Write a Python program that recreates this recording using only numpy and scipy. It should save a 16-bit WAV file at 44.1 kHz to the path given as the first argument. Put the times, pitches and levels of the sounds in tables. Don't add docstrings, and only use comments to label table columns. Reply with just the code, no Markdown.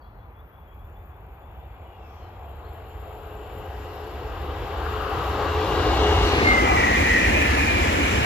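import sys
import numpy as np
from scipy import signal
from scipy.io import wavfile
from scipy.ndimage import uniform_filter1d

SR = 44100
rng = np.random.default_rng(int(sys.argv[2]) if len(sys.argv) > 2 else 0)


def wav_out(sig):
    wavfile.write(sys.argv[1], SR, np.round(np.clip(np.atleast_2d(sig).T, -1, 1) * 32767).astype(np.int16))


N = 363825

PASS_S, SPEED_M_S, TRACK_M = 6.133, 81.4, 57.5


def air_rush(hz, t):
    # (frequency [Hz], relative level [dB])
    spectrum = [(80, -41), (130, -39), (225, -19), (310, -6.5), (430, -4), (540, -6), (610, -12),
                (770, -3.5), (950, -10), (1180, -10), (1420, -15), (1650, -14.5), (1780, -22.5),
                (1930, -16), (2110, -23.5), (2290, -20.5), (2480, -24.5), (2750, -22), (3600, -23),
                (5500, -34), (7000, -39), (8500, -48.5), (11000, -88)]
    loss_db_per_100m = 3.58
    air_db = -loss_db_per_100m * SPEED_M_S * time_to_pass(t) / 100 * (hz[:, None] / 4000) ** 1.2
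    level_db = approach(t, top_db=-25.5, ground_db_per_100m=3.7, fade_db_per_s=1.9) + air_db
    return shape(hz, spectrum, 500, 1500) * amp(2 * level_db) * (1 - alongside(t))


def rumble(hz, t):
    # (frequency [Hz], relative level [dB])
    spectrum = [(13, -47), (22, -31), (45, -9), (58, 6), (74, 7.5), (92, -1), (108, -9), (134, -14),
                (200, -18), (260, -65), (440, -120)]
    level_db = approach(t, top_db=-22, ground_db_per_100m=2.6, fade_db_per_s=0.66)
    return shape(hz, spectrum, 35, 130) * amp(2 * level_db)


def wheels(hz, t):
    # (frequency [Hz], relative level [dB])
    spectrum = [(76, -33), (130, -7.5), (278, 1.5), (368, -3.5), (802, -11.5), (1080, -13.5), (1460, -12.5),
                (1750, -7), (2310, -7), (3250, -18.5), (4850, -25), (7380, -26), (8840, -39),
                (11500, -31.5), (15500, -56)]
    level_db = -35.5
    return shape(hz, spectrum, 2575, 6600) * amp(2 * level_db) * alongside(t)


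def motors(t):
    # (time [s], pitch [Hz], level [dB])
    hum = [(2.65, 425, -66), (2.85, 427, -50.5), (4.1, 427, -44.5), (4.3, 426.6, -49.5), (4.9, 428.4, -39),
           (5.45, 425, -38.5), (5.6, 428, -29), (5.8, 424.5, -37.5), (6.02, 420.7, -28.5), (6.35, 410, -33),
           (6.6, 396, -41)]
    # (time [s], pitch [Hz], level [dB])
    whine = [(6.4, 2147, -49), (6.49, 2120, -23.5), (6.59, 2079, -27), (6.64, 2063, -34), (6.72, 2010, -29),
             (6.8, 1958, -31), (6.88, 1926, -24.5), (6.96, 1897, -28), (7, 1870, -38), (7.06, 1845, -29),
             (7.1, 1810, -45)]
    return glide(t, hum, width_hz=10, rough=.15) + glide(t, whine, width_hz=110, rough=.3)


def whines(t):
    # (start [s], length [s], first pitch [Hz], width [Hz], level [dB], noise share [0-1])
    falling = [(6.42, .36, 2100, 260, -30, .95), (6.55, .25, 1286, 90, -34, .7),
               (6.64, .24, 2375, 90, -31, .6), (6.75, .28, 1990, 330, -27, .95),
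               (6.9, .45, 2108, 150, -32.5, .8), (6.95, .15, 2430, 60, -30, .3),
               (7.02, .3, 1930, 270, -23.5, .8), (7.15, .15, 2430, 120, -31, .6),
               (7.33, .16, 2420, 80, -30, .4), (7.3, .47, 1814, 120, -34.5, .8),
               (7.35, .13, 2590, 60, -33, .4), (7.58, .28, 2440, 60, -28.5, .25),
               (7.98, .12, 2410, 50, -33, .25), (7.78, .09, 2080, 60, -32, .4),
               (6.72, .25, 6300, 300, -53, .95), (8.03, .18, 6280, 300, -52, .95),
               (8.07, .14, 7600, 120, -48, .7)]
    # (start [s], length [s], pitch [Hz], width [Hz], level [dB], noise share [0-1])
    steady = [(5.4, 1.39, 2815, 169.8, -41, 0.96), (5.85, 0.45, 2200, 30, -43, 0.5),
              (6.5, 0.94, 6160, 319, -49, 0.89), (7.85, .39, 2880, 89.3, -42, .8)]
    out = np.zeros(N)
    for rows, fall_per_s, skew in ((falling, .14, .8), (steady, 0, 1.2)):
        for start, length, hz, width_hz, db, rough in rows:
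            on = (t > start) & (t < start + length)
            since = t[on] - start
            swell = np.abs(np.sin(np.pi * (since / length) ** skew)) ** 0.58
            out[on] += amp(db) * swell * tone(t[on], hz * (1 - fall_per_s * since), width_hz, rough)
    return out


def rails(hz, t):
    # (fade-in start [s], pitch at 0 s [Hz], climb [Hz/s], width [Hz])
    rings = [(.6, 7130, 6, 90), (1.5, 7350, 12, 110), (-1, 9590, 35, 50), (2.7, 10900, 35, 150),
             (-1, 11990, 70, 80), (.75, 13180, 74, 65), (.75, 14460, 75, 50), (1.5, 2800, 0, 280),
             (-1, 12400, 40, 850)]
    # (relative level [dB], loss along the rail [dB per s until the nose passes])
    strengths = [(-1.5, 2.5), (-3, 2.5), (-6.5, 6), (2, 9), (-3.5, -0.5), (-2, 3.5), (-18, -2), (19.5, 5),
                 (2, 1.5)]
    # (time [s], level [dB])
    song = [(0, -78), (.8, -72.5), (2.1, -75.5), (2.8, -68.5), (3.4, -66), (4.5, -66), (5.1, -61.5),
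            (6.4, -62.5), (6.6, -62)]
    song_db = np.interp(t, *np.transpose(song))
    power = 0
    for (start, start_hz, climb, width_hz), (db, loss) in zip(rings, strengths):
        heard = np.clip((t - start) * 10, 0, 1) * (1 - .6 * alongside(t))
        waver_db = 2 * min(1, 100 / width_hz) * wander(t, 1.5, 20)
        level_db = song_db + db - loss * time_to_pass(t) + waver_db
        power += resonance(hz, start_hz + climb * t, width_hz) * amp(2 * level_db) * heard
    return power


def swells(hz, t):
    # (start [s], end [s], first pitch [Hz], last pitch [Hz], width [Hz], level [dB])
    bands = [(-0.15, 0.4, 4500, 3900, 300, -82), (0.1, 5.3, 2340, 2500, 340, -66.5),
             (1.1, 5.6, 3400, 2860, 96, -71), (0.81, 5.4, 800, 670, 160, -50),
             (3.5, 4.5, 5300, 4700, 1060, -66), (4.602, 6.2, 1290, 940, 203.7, -32),
             (6.5, 6.52, 1154, 1270, 75.93, -32), (5.548, 7.3, 375, 217, 59, -29),
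             (5.55, 6.08, 3300, 4300, 400, -44.5), (6.14, 6.65, 3600, 4300, 690, -39),
             (5.75, 7.5, 6500, 4900, 1200, -47), (6.5, 8.1, 2180, 1940, 226, -32)]
    power = 0
    for start, end, from_hz, to_hz, width_hz, db in bands:
        progress = np.clip((t - start) / (end - start), 0, 1)
        centre_hz = from_hz + (to_hz - from_hz) * progress
        power += resonance(hz, centre_hz, width_hz) * amp(2 * db) * np.sin(np.pi * progress) ** 2
    return power


def wind(hz, t):
    level_db = -46 + 2 * wander(t, 0.56, 2.95)
    return resonance(hz, centre_hz=57.6, width_hz=23) * amp(2 * level_db)


def field(hz, t):
    # (frequency [Hz], relative level [dB])
    spectrum = [(100, 9.5), (150, 3.5), (230, -1), (400, -6), (800, 2), (1250, -5), (2000, -18),
                (3500, -31), (3900, -44), (6000, -42.5), (11000, -61), (15000, -40)]
    wash_db, hiss_db = -54, -73.5
    swell = np.exp(-((t - 2.17) / .13) ** 2)
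    hiss = resonance(hz, centre_hz=5300, width_hz=1100) * amp(2 * hiss_db) * swell
    return shape(hz, spectrum, 130, 11000) * amp(2 * wash_db) + hiss


def birds():
    # (start [s], first pitch [Hz], level [dB])
    chirps = [(.02, 3270, -73), (.18, 3320, -73), (.34, 3320, -71), (.515, 3290, -70), (.59, 3300, -72),
              (.675, 3220, -67), (.785, 3350, -72), (.935, 3390, -73), (1.1, 3350, -75), (1.42, 3410, -75),
              (1.58, 3480, -75), (1.7, 3430, -79)]
    # (start [s], length [s], first pitch [Hz], glide [Hz], level [dB], bend [1 = straight])
    calls = [(.012, .048, 4560, -1150, -71, 3), (.39, .05, 3620, 260, -80, 1.4),
             (1.83, .36, 2950, -680, -66, 1.6), (2.215, .075, 4230, -300, -70, 1.4),
             (2.19, .1, 3070, -70, -67, 1.4), (2.63, .045, 3700, 900, -68, 1),
             (2.675, .04, 4600, -900, -70, 1.4)]
    chirp_s, rise_hz = .08, 190
    notes = [(start, chirp_s, hz, rise_hz, db, 1.6) for start, hz, db in chirps] + calls
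    out = np.zeros(N)
    for start, length, start_hz, glide_hz, db, bend in notes:
        progress = np.linspace(0, 1, int(length * SR))
        swell = np.sqrt(np.sin(np.pi * progress ** .7))
        whistle = tone(progress * length, start_hz + glide_hz * progress ** bend, width_hz=170, rough=.45)
        out[int(start * SR):][:len(whistle)] += amp(db) * swell * whistle
    echo = rng.standard_normal(8000) * amp(-60 * np.arange(8000) / SR / .4)
    return out + 0.58 * signal.oaconvolve(out, echo / np.linalg.norm(echo))[:N]


def ticks():
    # (time [s], peak before filtering [dB])
    bursts = [(0.7452, -60), (0.8999, -57), (3.1472, -61)]
    out, t = np.zeros(N), np.arange(300) / SR
    for start, db in bursts:
        burst = amp(-60 * t / .006) * rng.standard_normal(len(t))
        out[int(start * SR):][:len(t)] = amp(db) * burst / abs(burst).max()
    return signal.sosfilt(signal.butter(2, [5500, 11000], "band", fs=SR, output="sos"), out)


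def time_to_pass(t):
    return np.maximum(PASS_S - t, 0)


def alongside(t):
    start_s, end_s = 6.12, 7.14
    return np.clip((t - start_s) / (end_s - start_s), 0, 1) ** 1.28


def approach(t, top_db, ground_db_per_100m, fade_db_per_s):
    extra_m = np.hypot(SPEED_M_S * time_to_pass(t), TRACK_M) - TRACK_M
    loss_db = 20 * np.log10(1 + extra_m / TRACK_M) + ground_db_per_100m * extra_m / 100
    return top_db - loss_db - fade_db_per_s * np.maximum(t - PASS_S, 0)


def amp(db):
    return 10 ** (np.asarray(db) / 20)


def read(hz, points, column=1):
    table = np.transpose(points)
    return np.interp(np.log(hz + 1), np.log(table[0] + 1), table[column])[:, None]


def shape(hz, points, lo_hz, hi_hz):
    power = amp(2 * read(hz, points))
    return power * len(hz) / power[(hz > lo_hz) & (hz < hi_hz)].sum()


def resonance(hz, centre_hz, width_hz):
    power = 1 / (1 + ((hz[:, None] - centre_hz) / width_hz) ** 2) ** 2
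    return power * SR / (np.pi * width_hz)


def wander(t, slow_hz, fast_hz):
    rates = np.geomspace(slow_hz, fast_hz, 16)[:, None]
    waves = np.sin(2 * np.pi * (rates * t + rng.random((16, 1))))
    return waves.sum(0) / np.sqrt(8)


def tone(t, hz, width_hz, rough):
    offset, phase = rng.random((2, 16, 1))
    crowd = np.exp(2j * np.pi * ((offset - .5) * width_hz * t + phase)).sum(0) / np.sqrt(8)
    pure = np.exp(2j * np.pi * np.cumsum(hz) / SR)
    return ((np.sqrt(2 - 2 * rough) + np.sqrt(rough) * crowd) * pure).real


def glide(t, curve, width_hz, rough):
    times, hz, db = np.transpose(curve)
    return amp(np.interp(t, times, db, -200, -200)) * tone(t, np.interp(t, times, hz), width_hz, rough)


def microphones(hz, t, noise, other_noise, tones):
    # (frequency [Hz], left over right [dB], likeness of the two [0-1])
    pair = [(60, -1, 0.99), (300, 1.5, 0.94), (553, 3.5, 0.96), (920, 4.5, 0.8), (1550, 11, 0.56),
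            (2420, -4.5, 0.66), (3020, 4, 0.51), (3840, 5, 0.42), (5300, -10.5, 0.22), (6800, 5, 0.094),
            (7150, 23, .2), (9000, 20, .1), (11000, 24, .15), (12400, 19, .25), (14500, 8, .25)]
    # (time [s], delay of the left side's treble behind the right [ms])
    delays = [(0, 0.2), (3.5, 0.044), (5.2, 0.04), (6.3, -0.13), (6.7, -0.607), (8.25, -0.6)]
    # (frequency [Hz], share [0-1])
    delay_share = [(100, 0.66), (2330, 0.87), (3800, 1)]
    swing_s = (6.13, 7.03)
    low_db = read(hz, pair) * np.interp(t, swing_s, (0.93, 0.14))
    high_db = read(hz, pair) + np.interp(t, (2.9, 6), (5, 0))
    right_gain = amp(-np.where(hz[:, None] < 7000, low_db, high_db))
    likeness = read(hz, pair, column=2) ** np.interp(t, swing_s, (1, 1.5))
    delay_s = read(hz, delay_share) * np.interp(t, *np.transpose(delays)) / 1000
    shift = np.exp(2j * np.pi * hz[:, None] * delay_s)
    left = noise + tones
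    right = right_gain * shift * (likeness * noise + np.sqrt(1 - likeness ** 2) * other_noise + tones)
    balance = 2 / np.sqrt(1 + right_gain ** 2 + 2 * likeness * right_gain * shift.real)
    return balance * np.array([left, right])


def scene():
    seconds = np.arange(N) / SR
    frames = dict(fs=SR, nperseg=2048, noverlap=1536)
    sources = np.vstack([rng.standard_normal((2, N)), motors(seconds) + whines(seconds)])
    hz, t, (noise, other_noise, tones) = signal.stft(sources, **frames)
    patches = uniform_filter1d(rng.standard_normal(noise.shape), size=20, axis=0)
    patches = uniform_filter1d(patches, size=8, axis=1)
    background = wind(hz, t) + field(hz, t)
    train = air_rush(hz, t) + rumble(hz, t) + wheels(hz, t) + rails(hz, t)
    power = train + swells(hz, t) + background
    gain = np.sqrt(power) * amp(1.04 * patches / patches.std())
    spectra = microphones(hz, t, gain * noise, gain * other_noise, tones)
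    stereo = signal.istft(spectra, **frames)[1][:, :N]
    treble = signal.sosfiltfilt(signal.butter(4, 7000, "high", fs=SR, output="sos"), stereo)
    flicker = amp(0.9 * wander(seconds, 2.3, 80)) - 1
    return stereo + flicker * treble + birds() * amp([[1.5], [-1.5]]) + ticks() * amp([[5], [-8]])


def record(dry):
    cut = signal.sosfilt(signal.butter(4, 36, "high", fs=SR, output="sos"), dry)
    hiss = amp(-85) * rng.standard_normal(dry.shape)
    low_pass = signal.firwin(511, 15550, window=("kaiser", 9), fs=SR)
    return signal.oaconvolve(cut + hiss, low_pass[None], "same")


dry = scene()
out = record(dry)
wav_out(out)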